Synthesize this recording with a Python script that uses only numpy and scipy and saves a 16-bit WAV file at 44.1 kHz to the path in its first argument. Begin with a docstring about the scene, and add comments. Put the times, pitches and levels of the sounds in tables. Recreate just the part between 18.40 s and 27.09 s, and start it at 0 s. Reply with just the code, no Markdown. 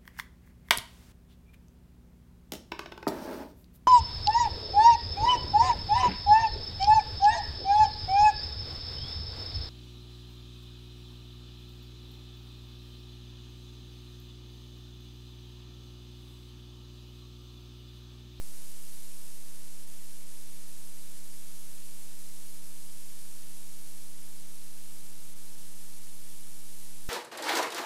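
"""Bright tape hiss comes first: it flutters, drifts and drops out briefly, heard straight off the head of a
worn video tape with a blank sound track, so there is no room, no distance and no microphone.
Under this shaped noise lie sums of sines: the odd overtones of mains hum printed on the tape, a buzz at the
picture's field rate, a few faint motor tones and the whistle of the line scan. Noise also makes a low murmur.
The converter sits on a constant offset."""
import sys
import numpy as np
from scipy.fft import rfft, irfft, next_fast_len
from scipy.io import wavfile
from scipy.ndimage import map_coordinates

SR = 44100
rng = np.random.default_rng(int(sys.argv[2]) if len(sys.argv) > 2 else 0)


def unload_audio(sound):
    """Save the sound as a 16-bit wav file, at the path given as the first command line argument."""
    columns = np.transpose(np.atleast_2d(sound))
    # keep every value between -1 and 1, then stretch to whole-number steps
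    steps = np.round(np.clip(columns, -1, 1) * 32767)
    wavfile.write(sys.argv[1], SR, steps.astype(np.int16))


N = 383229
T = np.arange(N) / SR
SLOW = np.arange(0, N / SR, .002)  # s, coarse time grid for slow curves

MAINS_HZ, FIELD_HZ = 59.996, 59.94
IN_STEP_S = -1.5  # s, moment when the two slowly beating fundamentals agree


def amp(db):
    """Gain of a level in dB."""
    return 10 ** (np.asarray(db) / 20)


def unit(x):
    """x scaled to rms 1."""
    return x / np.sqrt(np.mean(x ** 2))


def wobble(rate):
    """A smooth random curve through normally distributed knots, rate knots a second."""
    knots = rng.standard_normal(int(N * rate / SR) + 4)
    curve = map_coordinates(knots, [SLOW * rate])  # cubic spline
    return np.interp(T, SLOW, curve)


def filtered(x, response):
    """x with its spectrum multiplied by a response, a function of frequency in Hz."""
    m = next_fast_len(N + 8192)
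    gain = response(np.fft.rfftfreq(m, 1 / SR))
    return irfft(rfft(x, m) * gain, m)[..., :N]


def noise(points):
    """Noise of rms 1 coloured by (Hz, dB) points on a log frequency axis, all but silent outside them."""
    f, db = np.transpose(points)

    def colour(hz):
        return amp(np.interp(np.log(hz + 1), np.log(f), db, -120, -120))

    return unit(filtered(rng.standard_normal(N), colour))


def overtones(table, turns):
    """Sines on whole multiples of a phase in turns, read from one drawn cycle."""
    start = rng.random(len(table))  # turns
    start[0] = 0  # only the first has a known start
    cycle = np.linspace(0, 1, num=4097)
    shape = 0
    for (multiple, db), p in zip(table, start):
        sine = np.sin(2 * np.pi * (round(multiple) * cycle + p))
        shape = shape + np.sqrt(2) * amp(db) * sine  # sqrt(2) turns rms into peak
    return np.interp(turns % 1, cycle, shape)


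def hiss():
    """Tape hiss; any gap between tape and head costs short wavelengths, the treble, most."""
    # colour of the hiss: f/Hz, relative level/dB per Hz
    hiss_colour = [(8, -9), (70, -7), (125, -10), (270, -11), (800, -12.5), (1600, -9.5), (4700, -4.7),
                   (8500, -1.4), (10600, 0), (12000, -1.5), (12700, -4.3), (13300, -9.7), (14300, -21),
                   (14800, -22.7), (15800, -23)]
    # slow drift of the treble hiss: t/s, level/dB at 10 kHz
    contact = [(0, 1), (.7, 1), (1.5, -0.5), (2.6, 0.26), (4.2, 0.55), (4.9, 1), (5.9, -0.5), (7.2, 0),
               (8.69, 0.9)]
    # centres of the overlapping bands: f/Hz
    bands_hz = [0, 4000, 8000, 12000, 16000]
    flutter_hz = 82.025

    drift_db = np.interp(T, *np.transpose(contact))
    drift_db = drift_db + 0.26 * wobble(12) + 0.24 * wobble(45) - dropouts()
    # the tape itself vibrates past the head
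    phase = 2 * np.pi * flutter_hz * (T - .001)
    flutter_db = 0.9 * np.cos(phase) + .22 * np.cos(2 * phase)  # dB at 10 kHz

    grain, out = noise(hiss_colour), 0
    for hz, pick in zip(bands_hz, np.eye(len(bands_hz))):
        # triangular bands that sum to one
        band = filtered(grain, lambda f: np.interp(f, bands_hz, pick))
        # both movements grow with frequency, the flutter more steeply
        level_db = drift_db * (hz / 1e4) ** .7 + flutter_db * (hz / 1e4) ** 1.6
        out = out + band * amp(level_db)
    return amp(-52) * out


def dropouts():
    """Loss in dB at 10 kHz as the tape lifts off the head: clear drop-outs and faint random ones, equally short."""
    # clear drop-outs: t/s, depth/dB at 10 kHz
    clear_drops = [(1.459, 4), (1.856, 3.1), (5.532, 1), (6.95, 6), (7.108, 2.1), (7.162, 2.5), (7.601, 3)]
    drop_s = 0.024  # s, length of a drop-out
    faint_per_s, faint_db = 1.2, 1.2  # faint drop-outs a second; their mean depth in dB

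    faint = rng.random((round(faint_per_s * N / SR), 2))
    faint_drops = [(at * N / SR, faint_db * (.5 + size)) for at, size in faint]
    loss_db = 0
    for at, db in [*clear_drops, *faint_drops]:
        loss_db = loss_db + abs(db) * np.exp(-(2 * (SLOW - at) / drop_s) ** 4)  # flat-topped dip
    return np.interp(T, SLOW, loss_db)


def hum():
    """Mains hum printed on the tape, so uneven tape speed shakes its timing."""
    # mains overtones: multiple of the mains frequency, mean level/dB rms
    mains_overtones = [(1, -80), (3, -62.5), (5, -67), (7, -74), (9, -74), (11, -79.5), (13, -85),
                       (15, -74), (17, -91), (19, -91), (21, -79), (23, -89), (25, -87), (27, -91),
                       (31, -86.5), (33, -88), (39, -85), (43, -87.5), (45, -87.5)]
    wow_hz = 2.66
    slip_s = 6e-5 * np.sin(2 * np.pi * wow_hz * T) + 4e-5 * wobble(4) + 3e-5 * wobble(14)
    turns = MAINS_HZ * (T - IN_STEP_S + slip_s)
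    return amp(0.34 * wobble(3.02)) * overtones(mains_overtones, turns)


def buzz():
    """The picture signal leaks in once a field, locked to a crystal, so its pitch is steady."""
    # field overtones: multiple of the field rate, level/dB rms
    field_overtones = [(1, -79), (2, -94), (4, -86), (6, -88.5), (8, -93), (10, -85), (12, -88), (14, -89),
                       (16, -93), (17, -90), (18, -85), (22, -91), (24, -90), (26, -91), (28, -89),
                       (29, -90), (30, -91), (32, -91), (36, -90)]
    return overtones(field_overtones, FIELD_HZ * (T - IN_STEP_S))


def tones():
    """Thin tones of steady pitch, perhaps of the transport motors and the line scan, each wavering in level."""
    # thin tones: f/Hz, middle level/dB rms
    thin_tones = [(75, -87), (86.13, -78), (149.08, -78), (152.39, -78), (164.55, -81.5), (167.85, -85),
                  (329.8, -91), (344.9, -90), (389.8, -90), (737.7, -91), (1049.1, -89), (8000.09, -80),
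                  (14034, -97), (14754, -98), (15474, -100), (15652.4, -94), (15674.5, -95),
                  (15734.38, -84), (15747.15, -89)]
    out = 0
    for hz, db in thin_tones:
        gain = np.sqrt(2) * amp(db + 0.98 * wobble(1.7))
        out = out + gain * np.sin(2 * np.pi * (hz * T + rng.random()))
    return out


def rumble():
    """A low murmur of band-shaped noise around the strongest hum tone, swelling slowly."""
    # colour of the murmur: f/Hz, relative level/dB per Hz
    murmur_colour = [(92, -16), (105, -5), (135, -8), (160, -1), (180, -2), (210, -6), (232, -16)]
    return amp(-77.5 + 2.1 * wobble(1.23)) * noise(murmur_colour)


def scene():
    """All layers add up on the one track."""
    return (hiss() + hum() + buzz() + tones() + rumble())[None]


def record(dry):
    """Nothing passes above the band limit; the converter adds its constant offset."""
    top_hz, offset = 15765, .047  # Hz; fraction of full scale
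    return filtered(dry, lambda hz: hz < top_hz) + offset


dry = scene()
out = record(dry)
unload_audio(out)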